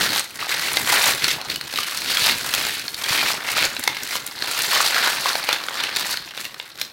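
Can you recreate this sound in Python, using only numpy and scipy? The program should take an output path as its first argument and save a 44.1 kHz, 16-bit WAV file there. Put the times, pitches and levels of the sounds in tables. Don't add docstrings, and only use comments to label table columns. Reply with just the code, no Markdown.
import sys
import numpy as np
from scipy import signal
from scipy.fft import rfft, irfft
from scipy.io import wavfile
from scipy.ndimage import uniform_filter1d

SR = 44100
rng = np.random.default_rng(int(sys.argv[2]) if len(sys.argv) > 2 else 0)


def transcribe(signal):
    frames = np.atleast_2d(signal).T
    limited = np.clip(frames, -1, 1)
    pcm = np.round(limited * 32767).astype(np.int16)
    wavfile.write(sys.argv[1], SR, pcm)


N = 305172
TIME = np.arange(N) / SR
CORE_LOW_HZ, CORE_HIGH_HZ = 1400, 5500


def crackle(count=4600, size=900, crowding=.55, catch_db=1.5, gain_db=-.5):
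    progress = np.cumsum(undb(crowding * effort()))
    times = np.interp(np.sort(rng.random(count)), progress / progress[-1], TIME)
    work_db, sheet_body_db, sheet_sizzle_db, sheet_hz = hands(times)
    body_z, sizzle_z, choice_z, pitch_z, decay_z = np.clip(rng.standard_normal((count, 5)).T, -2, 2)
    size_db = np.minimum(4 * rng.exponential(size=count), 13)
    body_db = sheet_body_db - 1.5 + 2.5 * body_z
    sizzle_db = sheet_sizzle_db + 2 + 5.5 * sizzle_z - .52 * size_db
    facet_hz = np.where(choice_z > .5, sheet_hz * np.exp(.05 * pitch_z), 2400 * np.exp(.55 * pitch_z))
    t = np.arange(size) / SR
    decay_s = .0056 * np.exp(.35 * decay_z)
    ring = 1.2 * np.exp(-t / .0003) + np.exp(-t / decay_s[:, None])
    grains = buckles(body_db, sizzle_db, facet_hz, ring, note_db=-7, focus_db=8)
    power = place(times, undb(size_db)[:, None] ** 2)
    power = uniform_filter1d(uniform_filter1d(power, size=1500), size=1000)
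    share = undb(size_db) / np.sqrt(np.interp(times, TIME, np.abs(power)) + 1e-9)
    grip = np.clip(rng.standard_normal(200), -1.5, 1.5)
    catches = np.interp(times, np.linspace(0, TIME[-1], len(grip)), grip)
    return place(times, grains * (share * undb(work_db + catch_db * catches + gain_db))[:, None])


# start_s, length_s, level_db, body_db, sizzle_db, facet_pitch_hz
FOIL_PULLS = [(0.0, .06, -18, -1.5, -0.5, 1566), (0.11, .08, -22, -1, 3, 3960),
              (0.41, .03, -26, 4, 0, 2000), (0.505, .26, -24, -0.5, -1, 2030), (0.89, .22, -19, 5, 2, 2190),
              (1.235, .085, -23, -9, -0.5, 2070), (1.512, .018, -26.5, -8, -3, 4230),
              (1.775, .03, -27, -16, -0.5, 3000), (2.09, .08, -22.5, -3.5, 0, 4270),
              (2.215, .11, -19.5, -2.5, -1, 4200), (2.549, .14, -25, 0, -1.5, 2520),
              (3.09, .22, -20.3, -1.5, -1, 2270), (3.485, .04, -25, 2.5, -2, 2200),
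              (3.565, .085, -20.5, 0, -2.5, 2220), (4.11, .055, -27, 0.5, 4.5, 2030),
              (4.58, .07, -24, 1, 5, 4300), (4.73, .14, -19, 3, 1, 4400), (4.94, .14, -21, 1, -4, 1480),
              (5.255, .03, -23, -2, 0, 4300), (5.49, .04, -23, -1, -8, 2300),
              (5.78, .09, -25, -2.5, -8, 1870), (5.995, .07, -27, 1, 3, 3850), (6.11, .02, -24, 0, 2, 4300),
              (6.375, .08, -34, -4, 2, 2800), (6.619, .08, -44, -5, 0, 1517),
              (6.801, .02, -33, -5, 2, 3960)]
# time_s, level_db, body_db, sizzle_db
LIGHT_HANDLING = [(0.3, -43, 5, 5), (0.82, -29, 5, 9.5), (1.22, -28, -4, 0), (1.41, -36, 17, -7),
                  (1.6, -42, 9, -2), (1.68, -34, -1, 0), (1.95, -29, 0.5, 3), (2.48, -28.5, 2, 4),
                  (2.8, -28.5, -9.5, 0.5), (2.9, -39, 2, 6), (3.05, -30, 8.5, 6), (3.4, -32.5, 10.5, 0),
                  (3.95, -32, -4, -1.5), (4.26, -40, 6, 0), (4.44, -28.5, 4, 1), (5.17, -25, 6, 1.5),
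                  (5.72, -34, 10.5, 2), (5.95, -31, 3, -5), (6.25, -38, 3, -3), (6.73, -48, 5, 0)]

def hands(times):
    start_s, length_s, level_db, body_db, sizzle_db, facet_hz = np.transpose(FOIL_PULLS)
    rise_db_per_s, slacken_db_per_s, settle_db_per_s = 300, 6, 340
    age_s = times[:, None] - start_s
    pull_db = (level_db - rise_db_per_s * np.maximum(-age_s, 0)
               - slacken_db_per_s * np.clip(age_s, 0, length_s)
               - settle_db_per_s * np.maximum(age_s - length_s, 0))
    pull_power = undb(pull_db) ** 2
    light_power = undb(curve(LIGHT_HANDLING, times)) ** 2
    power = pull_power.sum(axis=1) + light_power
    body = (pull_power @ body_db + light_power * curve(LIGHT_HANDLING, times, column=2)) / power
    sizzle = (pull_power @ sizzle_db + light_power * curve(LIGHT_HANDLING, times, column=3)) / power
    return 10 * np.log10(power), body, sizzle, facet_hz[pull_db.argmax(axis=1)]


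def effort(hop=128):
    return np.interp(TIME, TIME[::hop], hands(TIME[::hop])[0])


# start_s, level_db (over 7 ms), body_db, sizzle_db, facet_pitch_hz
CREASE_SNAPS = [(0.195, -22, -2, 8, 8200), (0.306, -40, -12, 11, 2500), (0.732, -34, -5, 20, 2100),
                (0.770, -12.5, -6, -5, 2100), (1.2425, -14, -8, -4, 4350), (1.282, -20, -2, 1, 4000),
                (1.414, -28, 1, -3, 4250), (1.5, -22, -21, -7, 4250), (1.559, -22, -20, -1, 2950),
                (1.6115, -24, -11, -2, 4200), (1.738, -27, 8, -1, 4200), (1.759, -23, -19, 0, 3800),
                (1.775, -22.5, -21, -3, 3050), (1.787, -20, 3, -4, 1200), (1.832, -21, -20, -5, 2950),
                (1.974, -23, -18, 2, 4400), (2.171, -18, -18, -7, 3300), (2.5385, -19, -6, 4, 3250),
                (2.549, -21, -2, 9, 4100), (2.881, -24, -19, -4, 4350), (2.944, -25, -13, 1, 4550),
                (3.04, -21, -20, -2, 3250), (3.5165, -31, -7, 15, 4950), (3.626, -19, 0, -13, 2150),
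                (3.642, -20, 1, -5, 4450), (3.766, -23, -9, -19, 3950), (3.794, -40, 2, 23, 9000),
                (3.838, -23, -7, 6, 4450), (3.8765, -13, 2, -1, 2150), (3.968, -24, -5, -10, 2150),
                (4.033, -29, -17, 7, 5600), (4.074, -27, -15, 0, 4200), (4.155, -24, 2, 0, 3100),
                (4.162, -27, -4, 5, 6050), (4.265, -36, -8, 19, 8600), (4.275, -30, -14, 6, 3850),
                (4.423, -20, 1, -9, 4300), (4.62, -26, 1, 14, 7600), (4.714, -18, -13, -2, 4400),
                (5.074, -21, 11, 2, 950), (5.258, -24, 14, -8, 1050), (5.354, -20, 6, -3, 1550),
                (5.489, -16.5, 0, -9, 2400), (5.5285, -16, -13, -2, 3550), (5.6845, -23, -1, -18, 1500),
                (5.837, -20, -17, 0, 3000), (5.9615, -20, -12, -1, 3750), (5.968, -20, -1, 2, 4600),
                (6.172, -23, -12, -4, 4350), (6.376, -28, 1, -1, 3600), (6.404, -30, -10, 7, 4550),
                (6.452, -27, -13, -1, 2750), (6.5435, -32, -2, -2, 4250), (6.599, -25, 1, -20, 2800),
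                (6.8145, -20, -7, 6, 4150)]

def snaps(size=900):
    start_s, level_db, body_db, sizzle_db, facet_hz = np.transpose(CREASE_SNAPS)
    t = np.arange(size) / SR
    ring = .8 * np.exp(-t / .0004) + np.exp(-(t / .0036) ** 2) + .16 * np.exp(-t / .008)
    rings = np.tile(ring, (len(start_s), 1))
    note_db = -3.5 + .23 * np.maximum(-body_db, 0)
    grains = buckles(body_db, sizzle_db, facet_hz, rings, note_db[:, None], focus_db=0)
    return place(start_s, grains * (undb(level_db) * np.sqrt(.007 * SR))[:, None])


# frequency_hz, gain_db
BUCKLE_SPECTRUM = [(100, -22), (220, -12.5), (350, -8.5), (600, -4), (950, -2.5), (1220, -2), (1550, 0.5),
                   (2200, -1.5), (3200, -2), (4250, 1.5), (5300, -3.5), (7000, -9), (13000, -12),
                   (16000, -16.5)]

def buckles(body_db, sizzle_db, facet_hz, ring, note_db, focus_db):
    size = ring.shape[1]
    t = np.arange(size) / SR
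    hz = np.fft.rfftfreq(size, 1 / SR) + 1
    shape_db = body_db[:, None] / (1 + (hz / CORE_LOW_HZ) ** 6 + (400 / hz) ** 2)
    shape_db += sizzle_db[:, None] / (1 + (5800 / hz) ** 8)
    shape_db += focus_db / (1 + (np.log(hz / facet_hz[:, None]) / .25) ** 2)
    response = minimum_phase(colour(BUCKLE_SPECTRUM, size) * undb(shape_db))
    spectra = rfft(rng.standard_normal(ring.shape) * ring) * response
    core = (hz > CORE_LOW_HZ) & (hz < CORE_HIGH_HZ)
    core_energy = 2 * np.sum(np.abs(spectra[:, core]) ** 2, axis=1) / size
    modes = irfft(spectra / np.sqrt(core_energy)[:, None])
    note = np.cos(2 * np.pi * facet_hz[:, None] * t) * np.exp(-t / .0035)
    swell_db = np.where(facet_hz < CORE_LOW_HZ, body_db / 2, 0)
    note *= (undb(swell_db) / np.linalg.norm(note, axis=1))[:, None]
    return (modes + undb(note_db) * note) / np.hypot(1, undb(note_db))


# time_s, relative_level_db
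FLAP_LEVELS = [(0.0, -34), (0.3, -43.5), (1.5, -38), (1.95, -43.5), (2.65, -38.5), (2.95, -44),
               (3.15, -40.5), (4.0, -41), (4.9, -47), (5.6, -45), (6.9, -44)]
# frequency_hz, gain_db
FLAP_SPECTRUM = [(20, -37), (50, -4), (100, -3), (140, 3), (170, -0.5), (210, -0.5), (300, 2.5), (500, -3),
                 (1200, -16.5)]

def flapping(gain_db=3, uneven_db=4.5, firm_pull_db=-21, db_per_effort_db=.43):
    jerks = np.interp(TIME, np.linspace(0, TIME[-1], 400), rng.standard_normal(400))
    push = rng.standard_normal(N) * undb(uneven_db * jerks)
    level_db = curve(FLAP_LEVELS, TIME) + db_per_effort_db * (effort() - firm_pull_db) + gain_db
    return tint(push, FLAP_SPECTRUM) * undb(level_db)


# start_s, peak_db, pitch_hz
LOW_BUMPS = [(0.84, -32, 221), (2.22, -30, 124), (2.649, -35, 83.4), (3.107, -27, 132),
             (3.679, -39, 48.4)]

def bumps(rise_s=.0032, decay_s=.0044):
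    start_s, peak_db, pitch_hz = np.transpose(LOW_BUMPS)
    t = np.arange(SR // 8) / SR
    swing = np.sin(2 * np.pi * pitch_hz[:, None] * t) * (1 - np.exp(-t / rise_s)) * np.exp(-t / decay_s)
    swing /= np.abs(swing).max(axis=1, keepdims=True)
    return place(start_s, swing * undb(peak_db)[:, None])


def kitchen(direct, wet_db=-10.5, t60_s=.36, treble_t60_s=.24, split_hz=5500):
    t = np.arange(SR // 2) / SR
    tail = np.zeros(len(t))
    for side, band_t60_s in (("low", t60_s), ("high", treble_t60_s)):
        band = signal.butter(2, split_hz, side, fs=SR, output="sos")
        tail += signal.sosfilt(band, rng.standard_normal(len(t))) * undb(-60 * t / band_t60_s)
    tail *= 1 - np.exp(-(t / .008) ** 2)
    return direct + undb(wet_db) * signal.fftconvolve(direct, tail / np.linalg.norm(tail))[:N]


# frequency_hz, gain_db
AIR_SPECTRUM = [(20, -27), (40, -17), (140, -30), (400, 2), (1500, 13), (5000, -26), (16000, -24)]

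def still_air(level_db=-54):
    return undb(level_db) * tint(rng.standard_normal(N), AIR_SPECTRUM)


def undb(db):
    return 10 ** (np.asarray(db) / 20)


def curve(table, times, column=1):
    rows = np.array(table, float)
    return np.interp(times, rows[:, 0], rows[:, column])


def colour(spectrum, size):
    hz, db = np.transpose(spectrum)
    return undb(np.interp(np.log(np.fft.rfftfreq(size, 1 / SR) + 1), np.log(hz), db))


def tint(x, spectrum):
    shaped = irfft(rfft(x) * colour(spectrum, N), N)
    return shaped / shaped.std()


def minimum_phase(gain):
    cepstrum = irfft(np.log(gain + 1e-6))
    half = cepstrum.shape[-1] // 2
    fold = np.r_[1, np.full(half - 1, 2), 1, np.zeros(half - 1)]
    return np.exp(rfft(cepstrum * fold))


def place(times, grains):
    index = (np.maximum(times, 0) * SR).astype(int)[:, None] + np.arange(grains.shape[1])
    return np.bincount(index.ravel(), grains.ravel(), N)[:N]


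def scene():
    dull = flapping() + bumps()
    return (kitchen(crackle() + snaps()) + dull + still_air())[None]


def record(dry, cutoff_hz=15900):
    rounded = dry / (1 + dry ** 4) ** (1 / 4)
    return signal.sosfilt(signal.ellip(10, .2, 80, cutoff_hz, fs=SR, output="sos"), rounded)


dry = scene()
out = record(dry)
transcribe(out)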